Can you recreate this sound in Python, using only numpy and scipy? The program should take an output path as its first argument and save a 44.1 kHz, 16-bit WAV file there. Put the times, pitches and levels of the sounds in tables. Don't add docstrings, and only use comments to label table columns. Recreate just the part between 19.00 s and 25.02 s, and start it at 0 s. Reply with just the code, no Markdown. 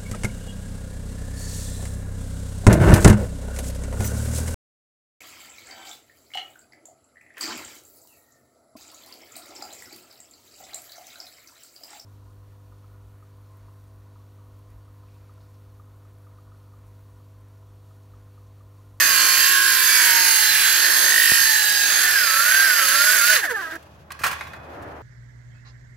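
import sys
import numpy as np
from scipy import signal
from scipy.fft import rfft, irfft, next_fast_len
from scipy.io import wavfile
from scipy.ndimage import uniform_filter1d, map_coordinates

SR = 44100
rng = np.random.default_rng(int(sys.argv[2]) if len(sys.argv) > 2 else 0)


def unload_audio(sound):
    columns = np.transpose(np.atleast_2d(sound))
    steps = np.round(np.clip(columns, -1, 1) * 32767)
    wavfile.write(sys.argv[1], SR, steps.astype(np.int16))


N = 265482

TEETH, GEAR, PINION = 18, 42, 6
BRAKE_S = 4.345
BOARD_SLOWING, HISS_SLOWING, MESH_SLOWING, TOOTH_SLOWING = 1.54, 2.76, 1.23, 2.75


def amp(db):
    return 10 ** (np.asarray(db) / 20)


def unit(x):
    return x / np.sqrt(np.mean(x ** 2) + 1e-20)


def along(points, hz):
    f, v = np.transpose(points)
    return np.interp(np.log(hz + 1), np.log(f + 1), v)


def curves(rows):
    s, *cols = np.transpose(rows)
    return [np.interp(np.arange(N) / SR, s, c) for c in cols]


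def wobble(rate, size=N):
    knots = rng.standard_normal(int(size * rate / SR) + 4)
    return map_coordinates(knots, [np.arange(size) * rate / SR])


def filtered(x, response):
    m = next_fast_len(x.shape[-1] + 8192)
    spectrum = rfft(x, m) * response(np.fft.rfftfreq(m, 1 / SR))
    return irfft(spectrum, m)[..., :x.shape[-1]]


def modes(rows):
    def response(f):
        total = 0
        for k, (centre, width, db) in enumerate(rows):
            damping = 1j * f * width
            total = total + (-1) ** k * amp(db) * damping / (centre * centre - f * f + damping)
        return total
    return response


def spread(pair, alike):
    def mix(hz):
        turn = np.arccos(np.clip(along(alike, hz), -1, 1)) / 2
        return np.sqrt(2) * np.array([np.cos(turn), np.sin(turn)])
    mid, side = filtered(pair, mix)
    return np.array([mid + side, mid - side]) / np.sqrt(2)


def moving_peak(x, centre_hz, width_hz, skirt_db):
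    hz, t, z = signal.stft(x, SR, nperseg=1024)
    frames = np.minimum((t * SR).astype(int), N - 1)
    offset = (hz[:, None] - centre_hz[frames]) / width_hz[frames]
    gain = 1 / (1 + (2 * offset) ** 2) + amp(skirt_db) * (hz[:, None] > 1000)
    return signal.istft(z * gain, SR, nperseg=1024)[1][..., :N]


def patchy(x, patchy_db):
    z = signal.stft(x, nperseg=1024)[2]
    field = uniform_filter1d(rng.standard_normal(z.shape[1:]), size=10, axis=0)
    field = uniform_filter1d(field, size=14, axis=1)
    return signal.istft(z * amp(patchy_db * unit(field)), nperseg=1024)[1][:, :N]


def rotor():
    # time in seconds, turns per second.
    power_speed = [(0.0, 60.3), (0.18, 56.7), (0.277, 56.3), (0.532, 57.5), (0.973, 54.1), (1.095, 52.2),
                   (1.31, 50.4), (1.42, 48.1), (1.6, 47.8), (2.2, 51.9), (2.39, 51), (2.536, 47.7),
                   (2.739, 45.9), (2.936, 45.4), (3.04, 42.2), (3.13, 41.7), (3.22, 34.8), (3.3, 30.8),
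                   (3.402, 32.3), (3.55, 37.3), (3.64, 38.3), (3.78, 32.7), (3.87, 30.2), (4.139, 36.3),
                   (4.211, 32.7), (4.335, 36.1)]
    lag_s, crawl = .097, 7.1
    labour_from, labour_full = 53, 39
    powered, = curves(power_speed)
    braked_s = np.clip(np.arange(N) / SR - BRAKE_S, 0, None)
    speed = crawl + (powered - crawl) * np.exp(-braked_s / lag_s)
    speed = uniform_filter1d(speed, size=SR // 20)
    labour = np.clip((labour_from - speed) / (labour_from - labour_full), 0, 1)
    lost_db = 20 * np.log10(speed / uniform_filter1d(powered, size=SR // 20))
    judder = .06 * wobble(14) * np.clip(1 - speed / 24, 0, 1) ** .5
    return speed * (1 + judder), labour, lost_db


def once_a_turn(turns, tightness):
    return np.exp(tightness * np.cos(2 * np.pi * turns)) / np.sqrt(np.i0(2 * tightness))


def bite(turns, labour):
    memory_turns, count = 13.92, 512
    share = np.clip(.74 + (.21 - .74) * labour, 0, 1)
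    runout = .062 + (.29 - .062) * labour
    drift = turns / memory_turns
    rim = rng.standard_normal((2, int(drift[-1]) + 4, count))
    place = [drift, turns % 1 * count]
    again = np.array([unit(map_coordinates(r, place, mode="grid-wrap")) for r in rim])
    fresh = rng.standard_normal((2, N)) * np.sqrt(SR / count / 50)
    swing = once_a_turn(turns, runout)
    return swing, swing * (np.sqrt(share) * again + np.sqrt(1 - share) * fresh)


def board_ring(force, width_hz, board_db):
    centre_hz = 1682 + 30 * wobble(8)
    ring = unit(moving_peak(force, centre_hz, width_hz, skirt_db=-30.5))
    return ring * np.sqrt(400 / width_hz) * amp(board_db + 0.75 * wobble(25.03))


def blade_hiss(force, swing, hiss_db):
    # frequency in Hz, width in Hz, level in dB.
    steel_modes = [(2447, 64, -9.5), (4775, 860, -4), (6503, 68, 6.5), (7320, 69, -5), (9640, 120, -1.5),
                   (10380, 240, -7.5), (12120, 890, -9), (12330, 180, -4.5), (13200, 160, -7.5),
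                   (14780, 320, -9.5)]
    # frequency in Hz, density in dB per Hz.
    hiss_curve = [(1120, -35), (1900, -7), (2310, -7.5), (2960, -4), (3820, -9.5), (4720, -6.5),
                  (5940, -23), (6490, -5), (8310, -7), (11900, 0.5), (15000, -15.5), (15700, -13.5)]

    def steel(hz):
        return amp(along(hiss_curve, hz)) + amp(1.5) * np.abs(modes(steel_modes)(hz)) * (hz > 2000)

    chips = rng.standard_normal((2, N)) * amp(0.25 * wobble(30.04) + 1.1 * wobble(400))
    low = filtered(force / swing ** 0.64, lambda hz: 1 / np.hypot(1, (hz / 5500) ** 2))
    high = filtered(chips, lambda hz: 1 / np.hypot(1, 5500 / (hz + 1)))
    hiss = unit(patchy(filtered(low + high, steel), patchy_db=2.0))
    return hiss * amp(hiss_db + 0.63 * wobble(10))


def housing_rattle(force, swing, speed, lost_db):
    # frequency in Hz, density in dB per Hz.
    housing_curve = [(59, -49.5), (100, -20.5), (256, -29), (344, 11), (420, -13.5), (612, -21), (900, -1),
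                     (1100, 15.5), (1250, -14.5), (1400, -6), (1820, -47), (3080, -120)]
    rattle = unit(filtered(force / swing, lambda hz: amp(along(housing_curve, hz))))
    speed_db = 0.68 * np.clip(speed - 48, -12, None)
    return rattle * amp(-47.0 + BOARD_SLOWING * lost_db + speed_db + 0.82 * wobble(5.1))


def gears(turns, speed, labour, mesh_db):
    # frequency in Hz, gain in dB.
    case_curve = [(250, -9), (600, -7), (1000, -10.5), (1300, -9), (1600, 4.5), (1900, -8.5), (2300, -6),
                  (4000, 17.5), (5000, -14), (8000, -31.5)]
    since_s = np.clip(np.arange(N) / SR - BRAKE_S, 0, None)
    overtone_db = -42.5 + (-54.5 + 42.5) * labour
    overtone_db = overtone_db + 30 * np.clip(since_s / .06, 0, 1) ** 2 - 48 * since_s
    mesh = turns * GEAR + .06 * wobble(80)
    parts = [(1, mesh_db), (1 - 1 / PINION, mesh_db - 11), (1 + 1 / PINION, mesh_db - 17), (2, overtone_db)]
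    for k in range(3, 7):
        parts.append((k, overtone_db + 1.5 - 40 * np.clip(k * GEAR * speed / 500 - 3.8, 0, 1)))
    unsteady_db = 2.5 + 2.5 * np.clip(2 - speed / 15, 0, 1)
    whine = 0
    for k, db in parts:
        level = amp(db + along(case_curve, k * GEAR * speed) + unsteady_db * wobble(40))
        whine = whine + level * np.sqrt(2) * np.sin(2 * np.pi * k * mesh)
    return whine


def tooth_tones(turns, speed, tooth_db, lost_db):
    upper_db = np.maximum(-37 + 3.7 * np.minimum(speed - 57, 0), -53.5) + 2 * lost_db
    rough = turns + .003 * wobble(50)
    tones = 0
    for k, db in [(0, tooth_db), (1, upper_db), (-0.87, tooth_db - 14.5)]:
        tones = tones + amp(db + 1.6 * wobble(25)) * np.sqrt(2) * np.sin(2 * np.pi * (TEETH + k) * rough)
    return tones


def proud_teeth(turns, board_db, throb, tight):
    strike = amp(board_db + 1.6 * wobble(25)) * np.sqrt(2 * throb) * once_a_turn(turns, tight)
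    return strike * np.sin(2 * np.pi * 2 * TEETH * turns)


def saw():
    # time in seconds, board level in dB, blade hiss in dB,
    # gear mesh in dB, tooth tone in dB, width of the board resonance in Hz.
    cut = [(0, -22.5, -18, -31.5, -44, 400), (.3, -22, -17, -30, -39.5, 356),
           (.6, -20.5, -21, -34, -42, 182), (.95, -24, -16.5, -26, -43, 443),
           (1.12, -21.5, -18, -25, -34, 452), (1.35, -26, -16.5, -42, -37.5, 400),
           (1.5, -22.5, -18.5, -47, -43, 220), (2, -22, -18.5, -52, -46.5, 350),
           (2.25, -19.5, -17, -45, -47.5, 307), (2.5, -21.5, -19.5, -35, -41.5, 201),
           (2.85, -24.5, -21, -36, -46, 201), (3.08, -23.5, -21.5, -21, -55, 392),
           (3.17, -24, -22, -26.5, -55, 398), (3.33, -26, -21, -19, -49.5, 400),
           (3.52, -21.5, -19, -22, -44.5, 394), (3.75, -23, -21.5, -23.5, -49.5, 380),
           (4, -24.5, -18.5, -19.5, -40, 380), (4.17, -21.5, -20, -24, -42.5, 400),
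           (4.24, -29, -20, -18, -49, 400), (4.34, -19, -17, -23.5, -32, 393)]
    # time in seconds, share of the board's power (0-1),
    # how tightly it bunches into one burst a turn.
    throbbing = [(1.65, 0, 2.5), (1.82, .4, 2.5), (1.97, .15, 2.5), (2.19, .75, 2.6), (2.4, .75, 2.6),
                 (2.5, .3, .8), (2.6, .55, .25), (2.85, .45, .25), (3, 0, .25)]
    # frequency in Hz, correlation.
    saw_alike = [(100, .6), (300, 0.38), (800, 0.2), (1700, 0.91), (3000, 0.88), (6000, 0.364),
                 (10000, 0.71), (15000, 0.55)]
    # frequency in Hz, left minus right in dB.
    level_tilt = [(60, -1.5), (99, -3.5), (160, -7), (270, 3.5), (450, -12), (740, 10), (1220, -8),
                  (2010, -1.5), (3330, -3), (5500, -8), (9080, -5), (15000, -14)]
    # frequency in Hz, radians by which left leads.
    phase_lead = [(0, 0.5), (600, -1.06), (1030, -0.95), (1720, 1.12), (2410, -1), (4050, -1.07),
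                  (4740, 1.5), (5600, 1), (6370, -3), (7670, -1.06), (8700, -2), (11800, -2), (14600, -17),
                  (16400, -6)]
    stop_s = 4.765
    t = np.arange(N) / SR
    speed, labour, lost_db = rotor()
    turns = np.cumsum(speed) / SR + 1 / 3
    board_db, hiss_db, mesh_db, tooth_db, width_hz = curves(cut)
    throb, tight = curves(throbbing)
    chatter_db = 2.5 * wobble(45) * np.clip(-lost_db / 6, 0, 1)
    board_db = board_db + BOARD_SLOWING * lost_db + chatter_db
    hiss_db = hiss_db + HISS_SLOWING * lost_db + chatter_db
    mesh_db = mesh_db + MESH_SLOWING * lost_db + chatter_db
    tooth_db = tooth_db + TOOTH_SLOWING * lost_db + chatter_db
    swing, force = bite(turns, labour)
    noise = np.sqrt(1 - throb) * board_ring(force, width_hz, board_db)
    noise = noise + blade_hiss(force, swing, hiss_db) + housing_rattle(force, swing, speed, lost_db)
    teeth = tooth_tones(turns, speed, tooth_db, lost_db) + proud_teeth(turns, board_db, throb, tight)
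    shaft = amp(board_db - 40.5 + 2.6 * wobble(26)) * np.sin(2 * np.pi * GEAR / PINION * turns)
    whole = spread(noise, saw_alike) + gears(turns, speed, labour, mesh_db) + teeth + shaft
    whole = whole * amp(-60 * np.clip(t - stop_s, 0, None) / 0.043)
    side = np.array([[1], [-1]])

    def placed(hz):
        lead = np.interp(hz, *np.transpose(phase_lead))
        return amp(side * along(level_tilt, hz) / 2) * np.exp(.5j * side * lead)

    return filtered(whole, placed)


def yard():
    # time in seconds, level in dB.
    rumble_levels = [(0.0, -56), (1.16, -70), (1.59, -55), (1.9, -70.5), (2.5, -59), (3.9, -68), (4.6, -59),
                     (5.37, -49), (5.73, -51.5), (6.02, -46)]
    yard_levels = [(4.72, -44.5, -44.5), (4.79, -48, -59), (4.94, -52, -62), (5.17, -47.5, -69.5),
                   (5.28, -48, -54), (5.39, -45, -48), (5.56, -45, -59), (6.02, -45, -61.5)]
    # frequency in Hz, density in dB per Hz.
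    rumble_curve = [(12, -46), (20, -15), (32, -23), (57, -21.5), (75, -3.5), (129, -2), (162, -6),
                    (203, -8.5), (260, -22), (340, -52.5), (570, -120)]
    far_curve = [(120, -14), (200, -14.5), (234, -10.5), (266, -4.5), (444, -3.5), (542, -4), (573, 0.5),
                 (1690, -9.5), (6000, -49.5), (7800, -73.5), (13200, -120)]
    treble_curve = [(1500, -27), (2500, 6), (4000, 0), (6500, -4), (9000, -13), (12500, -5.5), (15700, -22)]
    # frequency in Hz, correlation.
    yard_alike = [(60, 0.84), (240, 0.99), (950, 0.07), (4000, .1)]

    def coloured(curve):
        return unit(filtered(rng.standard_normal((2, N)), lambda hz: amp(along(curve, hz))))

    rumble_db, = curves(rumble_levels)
    far_db, treble_db = curves(yard_levels)
    hum_turns = np.cumsum(75 + 1.74 * wobble(14.0)) / SR
    hum = amp(rumble_db - 1.5 + 1.2 * wobble(12)) * np.sqrt(2) * np.sin(2 * np.pi * hum_turns)
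    rumble = amp(rumble_db + 3 * wobble(11)) * coloured(rumble_curve)
    far = amp(far_db + 3.4 * wobble(2.9)) * coloured(far_curve)
    treble = amp(treble_db + 2.0 * wobble(60)) * coloured(treble_curve)
    return hum + spread(rumble + far + treble, yard_alike)


def thud():
    # start in seconds, level in dB, time to fall 60 dB in seconds.
    bumps = [(2.319, -16, .02), (5.21, -32, .09)]
    out = 0
    for s, db, t60 in bumps:
        t = np.clip(np.arange(N) / SR - s, 0, None)
        cycles = 90 * t + 0.77 * (1 - np.exp(-t / 0.00045))
        out = out + amp(db - 60 * t / t60) * np.sin(2 * np.pi * cycles)
    return out


def knocks():
    # start in seconds, level in dB, treble in dB over the wood's peak,
    # time for the burst to fall 60 dB in seconds.
    blows = [(4.752, -35, 0, 0.034), (4.824, -50.5, 4, 0.049), (4.842, -57.5, -18, 0.054),
             (5.104, -24.5, -16.5, 0.06), (5.118, -28, 4, 0.023), (5.19, -30, -5, 0.14),
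             (5.214, -28.5, -5, 0.13), (5.235, -13, -2, 0.13), (5.238, -10.5, -16.5, 0.13),
             (5.262, -14, -3, 0.092), (5.31, -20.5, -4.5, 0.076), (5.328, -20, -9, 0.053),
             (5.409, -19, -22.5, 0.047), (5.468, -31.5, -12, 0.088), (5.533, -28.5, -20, 0.084),
             (5.814, -50, -8, 0.053), (5.821, -51, 6, 0.055)]
    # frequency in Hz, width in Hz, level in dB.
    wood_modes = [(250, 760, -19), (696, 390, -2), (1067, 180, 9), (1700, 320, 10), (2530, 470, -0.5),
                  (3870, 320, -2.5)]
    # frequency in Hz, density in dB per Hz.
    crack_curve = [(1760, -32), (3000, -3.5), (3650, -8.5), (4170, -6.5), (8340, -11.5), (12600, -12),
                   (16000, -15.5)]
    # frequency in Hz, relative level in dB, time to fall 60 dB in seconds.
    guard_modes = [(2510, 6, 1.3), (3420, -6, .9)]
    pan_db, ring_db = -2, -40.5
    out, t = np.zeros((2, N + SR)), np.arange(SR // 2) / SR
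    for s, db, treble_db, t60 in blows:
        burst = rng.standard_normal((3, len(t))) * amp(-60 * t / t60)
        burst = burst[0] + .5 * burst[1:]
        wood = filtered(burst * (1 - np.exp(-t / 0.0004)), modes(wood_modes))
        crack = filtered(burst * (1 - np.exp(-t / 0.0044)), lambda hz: amp(along(crack_curve, hz)))
        ring = 0
        for hz, mode_db, mode_t60 in guard_modes:
            level = amp(mode_db - 60 * t / mode_t60 + 4 * wobble(45, size=len(t)))
            ring = ring + level * np.sin(2 * np.pi * hz * t)
        sound = wood / np.abs(wood).max() + amp(treble_db) * crack / np.abs(crack).max() + amp(ring_db) * ring
        start = round(s * SR)
        out[:, start:start + len(t)] += amp(db + pan_db * np.array([[.5], [-.5]])) * sound
    return out[:, :N]


def fence(x):
    t = np.arange(SR // 3) / SR
    tail = filtered(rng.standard_normal((2, len(t))) * amp(-60 * t / 0.41), lambda hz: 1 / (1 + hz / 2500))
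    return signal.fftconvolve(x, tail / np.linalg.norm(tail[0]), axes=1)[:, :N]


def scene():
    hits = knocks()
    return saw() + yard() + thud() + hits + amp(-8.0) * fence(hits)


def record(dry):
    top_hz = 15780
    rounded = dry / (1 + np.abs(dry) ** 6) ** (1 / 6)
    return filtered(rounded, lambda hz: hz < top_hz)


dry = scene()
out = record(dry)
unload_audio(out)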